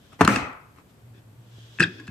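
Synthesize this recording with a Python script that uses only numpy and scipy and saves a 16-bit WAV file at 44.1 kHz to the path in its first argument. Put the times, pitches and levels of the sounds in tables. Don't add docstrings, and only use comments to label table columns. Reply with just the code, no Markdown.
import sys
import numpy as np
from scipy import signal
from scipy.fft import rfft, irfft
from scipy.io import wavfile
from scipy.ndimage import uniform_filter1d

SR = 44100
rng = np.random.default_rng(int(sys.argv[2]) if len(sys.argv) > 2 else 0)


def transcribe(u):
    v = np.clip(np.atleast_2d(u).T, -1, 1)
    q = np.round(v * 32767).astype(np.int16)
    wavfile.write(sys.argv[1], SR, q)


def to_linear_factor(level_db):
    exponent = np.asarray(level_db, float) / 20
    return 10 ** exponent


N = 92610
T = np.arange(N) / SR
EARS = np.array([[.5], [-.5]])
POP_BEND = 1.346

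# frequency in Hz, left over right in dB.
PORT_BALANCE = [(250, 0.5), (1500, 3.5), (3000, 2), (5000, -2.5), (8000, 0.5)]
# frequency in Hz, left ahead of right in radians.
PORT_PHASE = [(200, .1), (1000, 0.39), (2500, 0.53), (5000, 1.5), (8000, 1.3)]
SHUDDER_STARTS = [.122, .186, .2085, .277, .765, 1.80, 1.85, 1.13]
# level in dB, swell in seconds, hold in seconds,
# share of the full decay time. The first five are the bare door, the rest the door under fingers.
SHUDDER_SHAPES = [
    (-53, 0.0027, 0.0068, 0.21),
    (-38, 0.013, 0.011, 0.0432),
    (-24.5, .001, .008, 0.25),
    (-23.5, 0.0054, 0.045, 0.85),
    (-57, .006, 0.028, 0.126),
    (-26, 0.0057, 0.0325, 0.134),
    (-43, 0.011, 0.025, 2.1),
    (-61, 0.019, 0.037, .3),
]


def at(table, hz):
    table = np.array(table)
    return np.interp(np.log(np.maximum(hz, 1)), np.log(table[:, 0]), table[:, 1])


def noise(gain, size=N, near_db=0.):
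    # frequency in Hz, side under mid in dB.
    diffuse_side = [(60, -16.5), (300, -8), (1500, 0.5), (8000, -1.5)]
    hz = np.arange(size // 2 + 1) * SR / size
    mid, side = rfft(rng.standard_normal((2, size)))
    ports = mid + 2 * EARS * to_linear_factor(at(diffuse_side, hz) - near_db) * side
    ports = ports * to_linear_factor(EARS * at(PORT_BALANCE, hz))
    if near_db > 0:
        ports = ports * np.exp(1j * EARS * at(PORT_PHASE, hz))
    x = irfft(gain(hz) * ports, size)
    return x / np.sqrt(np.mean(x ** 2))


def treble_gaps(hz):
    # frequency in Hz, half width in Hz, depth in dB.
    gaps = [(9800, 620, -30), (13500, 420, -30), (16200, 1100, -22)]
    return to_linear_factor(sum(db * np.exp(-((hz - f) / w) ** 4) for f, w, db in gaps))


def peaks(table):
    def gain(hz):
        return np.sqrt(sum(to_linear_factor(2 * db) / (1 + (2 * (hz - f) / w) ** 2) ** 2 for f, w, db in table))
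    return gain


def shape(t, swell, t60, hold=0., bend=0.98):
    rise = np.sin(np.pi / 2 * np.clip(t / max(swell, 1e-4), 0, 1)) ** 2
    fading = np.maximum(t - swell - hold, 0) / max(t60, .002)
    return rise * to_linear_factor(-60 * fading ** bend)


def walk(rate):
    k = int(SR / rate)
    steps = np.repeat(rng.standard_normal(N // k + 1), k)
    x = uniform_filter1d(uniform_filter1d(steps, k), k)[:N]
    return x / x.std()


def levels_over_time(rows):
    return to_linear_factor(np.interp(T, *np.array(rows).T))


def add_ring(out, s, db, hz, t60, swell, glide=0., bend=0.99):
    i = int(s * SR)
    t = T[i:i + int((t60 + swell) * SR)] - s
    phase = 2 * np.pi * np.cumsum(hz * 2 ** (glide * t / t60)) / SR
    level = to_linear_factor(db + EARS * at(PORT_BALANCE, hz))
    wave = np.sin(phase + EARS * at(PORT_PHASE, hz))
    out[:, i:i + len(t)] += level * shape(t, swell, t60, bend=bend) * wave


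def room(x):
    size, t60 = 16384, 0.21
    tail = noise(lambda hz: to_linear_factor(-1.5 * hz / 1000), size=size)
    tail = tail * shape(T[:size] - .002, 0.0013, t60)
    tail = tail / np.sqrt(np.sum(tail ** 2) / 2)
    return signal.fftconvolve(x.mean(axis=0)[None], tail, axes=1)[:, :N]


def cup_pops():
    # start in seconds, level in dB, pitch in Hz, ring t60 in seconds, glide in octaves over the ring.
    gliding_pops = [(.120, -53, 1300, .03, 0.1), (0.1307, -44, 1200, .011, -0.093),
                    (.130, -52, 8200, 0.011, 0.39), (.131, -53, 2600, .01, 0), (.135, -52, 800, 0.03, -0.14),
                    (.197, -37, 950, .02, -0.1), (.201, -38, 2000, 0.014, 0.11),
                    (0.265, -27, 1450, 0.0071, 0.27), (0.2761, -25, 5400, .006, 0.074),
                    (0.2087, -7, 1266, 0.027, -2.02), (0.2105, -5.5, 879, 0.012, -1.3),
                    (0.209, -18, 2500, 0.01, -0.35), (.2125, -22, 2700, 0.013, 0.093),
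                    (.2145, -18, 1800, 0.0064, -0.86), (0.2166, -2.5, 1296, 0.0041, -0.095),
                    (.219, -20, 1700, 0.015, 0), (.225, -22, 1300, 0.011, -0.41), (0.2497, -29, 3100, .012, 0),
                    (0.251, -21, 1400, 0.014, 0), (0.2764, -18.5, 7420, .006, 0), (0.2772, 0, 1252, 0.0086, 0),
                    (0.281, -17, 1340, .012, -0.099), (0.291, -15, 1550, 0.013, 0.46),
                    (.300, -20.5, 1770, 0.013, 0), (.3605, -21, 1750, 0.02, -0.22),
                    (0.3615, -27, 4600, .008, -0.047), (.327, -21, 1300, 0.028, 0.091),
                    (0.785, -44, 1150, .01, -0.22), (1.8254, -19.5, 3800, 0.0071, 0.29),
                    (1.828, -21, 4400, .009, 0.81), (1.8255, -31, 7600, .007, 0.16)]
    # start in seconds,
    # level in dB, pitch in Hz, ring t60 in seconds, swell in seconds.
    steady_pops = [(0.2489, -22, 4170, 0.0085, 0.0034), (.359, -16.5, 2620, 0.013, 0.0017),
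                   (2.078, -46, 4240, .008, .001), (1.812, -32, 4900, 0.0069, .002),
                   (1.8027, -26, 8500, .005, .001), (1.8065, -31, 8800, 0.0045, .001),
                   (1.804, -24, 5230, .005, .001), (1.8188, -28, 4400, 0.0065, 0.0016),
                   (1.836, -33.5, 8000, 0.0055, .001), (1.8155, -27, 2750, .007, .001),
                   (1.827, -17.5, 1800, 0.0068, .002), (1.841, -16.5, 1660, 0.014, .002),
                   (1.856, -32.5, 1570, 0.01, 0.00085), (1.7873, -27.5, 1695, 0.017, 0.00061),
                   (1.7872, -30, 2610, 0.014, 0.00026), (1.7988, -16.5, 1671, 0.024, 0.0018),
                   (1.799, -17.5, 2546, 0.02, 0.0018), (1.8043, -5, 1690, 0.012, 0.0012),
                   (1.8046, -13.5, 2610, 0.012, .0005), (1.7969, -25.5, 7580, 0.0046, 0.0007),
                   (1.8142, -17.5, 1495, 0.008, 0.0022), (1.819, -21, 2660, 0.01, .002),
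                   (1.821, -19, 1640, 0.017, 0.0051), (1.8285, -12, 2550, 0.012, 0.0023),
                   (1.834, -11.5, 1643, 0.013, 0.006), (1.8352, -24.5, 4830, 0.007, 0.0009),
                   (1.836, -20.5, 3300, 0.013, .003), (1.8415, -22, 3646, 0.013, 0.002),
                   (1.848, -32, 1694, 0.0086, 0.003), (1.998, -39.5, 1660, 0.043, 0.0011),
                   (2.079, -39, 1660, 0.038, 0.00041), (2.079, -41, 2620, 0.029, 0.0013)]
    pops = np.zeros((2, N))
    for s, db, hz, t60, glide in gliding_pops:
        add_ring(pops, s, db, hz, t60, .0007, glide, POP_BEND)
    for s, db, hz, t60, swell in steady_pops:
        add_ring(pops, s, db, hz, t60, swell, bend=POP_BEND)
    return pops + to_linear_factor(-16.5) * room(pops)


def door_thuds():
    # start in seconds, level in dB, pitch in Hz,
    # ring t60 in seconds, swell in seconds.
    pushes = [(0.2099, -9, 432, 0.068, 0.0014), (0.211, -9, 283, 0.072, 0.0011),
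              (0.21, -13, 178, 0.1, 0.003), (.24, -20, 170, .08, .006), (.215, -18.5, 100, 0.11, 0.0085),
              (0.216, -26.5, 60.5, 0.17, .008), (.252, -19, 260, 0.026, 0.0018),
              (0.277, -17, 203, 0.25, 0.0017), (.280, -19, 300, 0.097, 0.0034),
              (0.279, -19.5, 244.4, 0.13, 0.005), (0.295, -26, 118.2, 0.2, .03),
              (.36, -26, 250, .15, 0.011), (.365, -33, 75, 0.11, 0.01), (.42, -37.5, 78, .15, .01),
              (.475, -37, 261, 0.14, .012), (.77, -49.5, 97, .12, .01), (1.584, -36.5, 171, 0.018, 0.0011),
              (1.795, -26, 238, 0.063, 0.0027), (1.802, -17, 164.6, 0.17, 0.0029),
              (1.811, -17, 302, 0.08, 0.004), (1.82, -13.5, 321, 0.061, 0.0021),
              (1.829, -28, 106, 0.1, 0.0065), (1.875, -29.5, 183, 0.1, 0.0032),
              (1.89, -41, 363, 0.15, 0.0056), (1.998, -41, 310, 0.12, 0.003),
              (2.083, -33, 207.4, 0.077, 0.0039), (2.084, -35.5, 110, 0.39, 0.0054)]
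    thuds = np.zeros((2, N))
    for s, db, hz, t60, swell in pushes:
        add_ring(thuds, s, db, hz, t60, swell)
    return thuds * to_linear_factor(1.9 * walk(45))


def rubber_cracks():
    # start in seconds, level in dB, length t60 in seconds.
    contacts = [(0.2086, -20.5, 0.019), (0.2154, -25, 0.013), (0.2483, -20, 0.016), (0.2761, -14.5, 0.011),
                (0.3595, -23, .017), (2.07, -46.5, 0.016), (.531, -49, .006), (.761, -55.5, 0.0072),
                (.786, -57, .012), (1.81, -31, .04), (1.7965, -30, 0.02), (1.803, -23.5, 0.0153),
                (1.823, -32, .03), (1.836, -33, 0.028), (1.998, -45.5, 0.023), (2.077, -44, .02)]
    # frequency in Hz, density in dB per Hz.
    colour = [(1500, 5), (3500, -8), (7500, -11.5), (11000, -16.5), (16000, -32)]
    slap_end_s, soft_top_hz = .3, 9500
    hiss = noise(lambda hz: to_linear_factor(at(colour, hz)) * hz ** 2 / (hz ** 2 + 1200 ** 2), near_db=9.5)
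    dull = signal.sosfilt(signal.butter(3, soft_top_hz, fs=SR, output="sos"), hiss)
    bursts = np.zeros((2, N))
    for s, db, t60 in contacts:
        source = hiss if s < slap_end_s else dull
        bursts += source * to_linear_factor(db) * shape(T - s, .0006, t60, bend=POP_BEND)
    return bursts + to_linear_factor(-8) * room(bursts)


def door_shudder():
    # frequency in Hz, density in dB per Hz.
    colour = [(24, -46), (40, -22), (209, 1.5), (503, -9), (2050, -11.5), (2630, -14), (3380, -25),
              (7360, -27.5), (16000, -47.5)]
    # frequency in Hz, width in Hz, a level in dB that is set aside.
    modes = [(285, 50, -1), (856, 31, -3), (1250, 300, 0), (2550, 100, -7)]
    # frequency in Hz, t60 in seconds.
    decay = [(60, 0.61), (250, 0.34), (1200, 0.76), (3000, .5), (8000, 0.34), (15000, 0.21)]
    mode_gain = peaks([(f, w, 0) for f, w, _ in modes])
    out = 0
    for hz in 45 * 2 ** np.arange(0, 8.6, .5):
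        def gain(f):
            band = np.exp(-(np.log2(np.maximum(f, 1) / hz) / .3) ** 2)
            return band * treble_gaps(f) ** .3 * (1 + to_linear_factor(11) * mode_gain(f))
        db = at(colour, hz) + 10 * np.log10(hz / 1000)
        fade = 0
        for s, (level, swell, hold, share) in zip(SHUDDER_STARTS[:5], SHUDDER_SHAPES[:5]):
            fade = fade + to_linear_factor(level) * shape(T - s, swell, share * at(decay, hz), hold, 1.348)
        out = out + to_linear_factor(db) * noise(gain) * fade
    return out


def pressed_shudder():
    # frequency in Hz, width in Hz, level in dB.
    resonances = [(1660, 300, 0.5), (2560, 300, -2), (3455, 350, -4), (4900, 1600, -13), (300, 178, 9.5)]
    fade = 0
    for s, (level, swell, hold, share) in zip(SHUDDER_STARTS[5:], SHUDDER_SHAPES[5:]):
        fade = fade + to_linear_factor(level) * shape(T - s, swell, share * .5, hold)
    return noise(peaks(resonances)) * fade * to_linear_factor(2.4 * walk(60))


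def hand_rub():
    # time in seconds, level in dB.
    strokes = [(0, -66), (.15, -62), (.3, -87), (.88, -82.5), (.9, -66), (.96, -81), (1.13, -85),
               (1.18, -70), (1.24, -81), (1.4, -75.5), (1.53, -60.5), (1.68, -56.5), (1.78, -56.5),
               (2.1, -66.5)]
    # frequency in Hz, width in Hz, level in dB.
    resonances = [(3300, 1200, 0.5), (5500, 4700, -9.5), (1595, 500, -5)]
    hiss = noise(lambda hz: peaks(resonances)(hz) * treble_gaps(hz))
    return hiss * levels_over_time(strokes) * to_linear_factor(1.2 * walk(25))


def appliance_hum():
    # time in seconds, level in dB.
    swells = [(0, -69), (.7, -66.5), (1.0, -67), (1.04, -45), (1.13, -46.5), (1.155, -54), (1.18, -46),
              (1.235, -56), (1.275, -46.5), (1.33, -49), (1.365, -58), (1.395, -44), (1.45, -51.5),
              (1.59, -43.5), (1.67, -47.5), (1.75, -53.5), (1.92, -46.5), (2.1, -50.5)]
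    pitch_hz, wander_hz = 115.9, 5
    throb_hz, throb_depth = 12, 0.17
    hum = np.sin(2 * np.pi * np.cumsum(pitch_hz + wander_hz * walk(50)) / SR)
    hum = hum * levels_over_time(swells) * to_linear_factor(0.57 * walk(35.0))
    return hum * (1 + throb_depth * np.cos(2 * np.pi * throb_hz * (T - 1.05)))


def kitchen_air():
    # frequency in Hz, density in dB per Hz.
    colour = [(30, -12), (112, -0.5), (1350, -24), (6000, -36), (8500, -32.5), (11800, -32.5), (15500, -37)]
    air = noise(lambda hz: to_linear_factor(at(colour, hz)) * treble_gaps(hz))
    return air * to_linear_factor(-56 + 0.4 * walk(9.6))


def scene():
    contacts = cup_pops() + door_thuds() + rubber_cracks()
    door = door_shudder() + pressed_shudder()
    return contacts + door + hand_rub() + appliance_hum() + kitchen_air()


def band_limit(x):
    return signal.sosfilt(signal.butter(12, 16530, fs=SR, output="sos"), x)


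def record(dry):
    rounded = np.tanh(0.82 * dry) / 0.77
    cut = signal.sosfilt(signal.butter(12, 16000, fs=SR, output="sos"), rounded)
    mix = signal.sosfilt(signal.butter(2, 36, "high", fs=SR, output="sos"), cut)
    return band_limit(mix)


dry = scene()
out = record(dry)
transcribe(out)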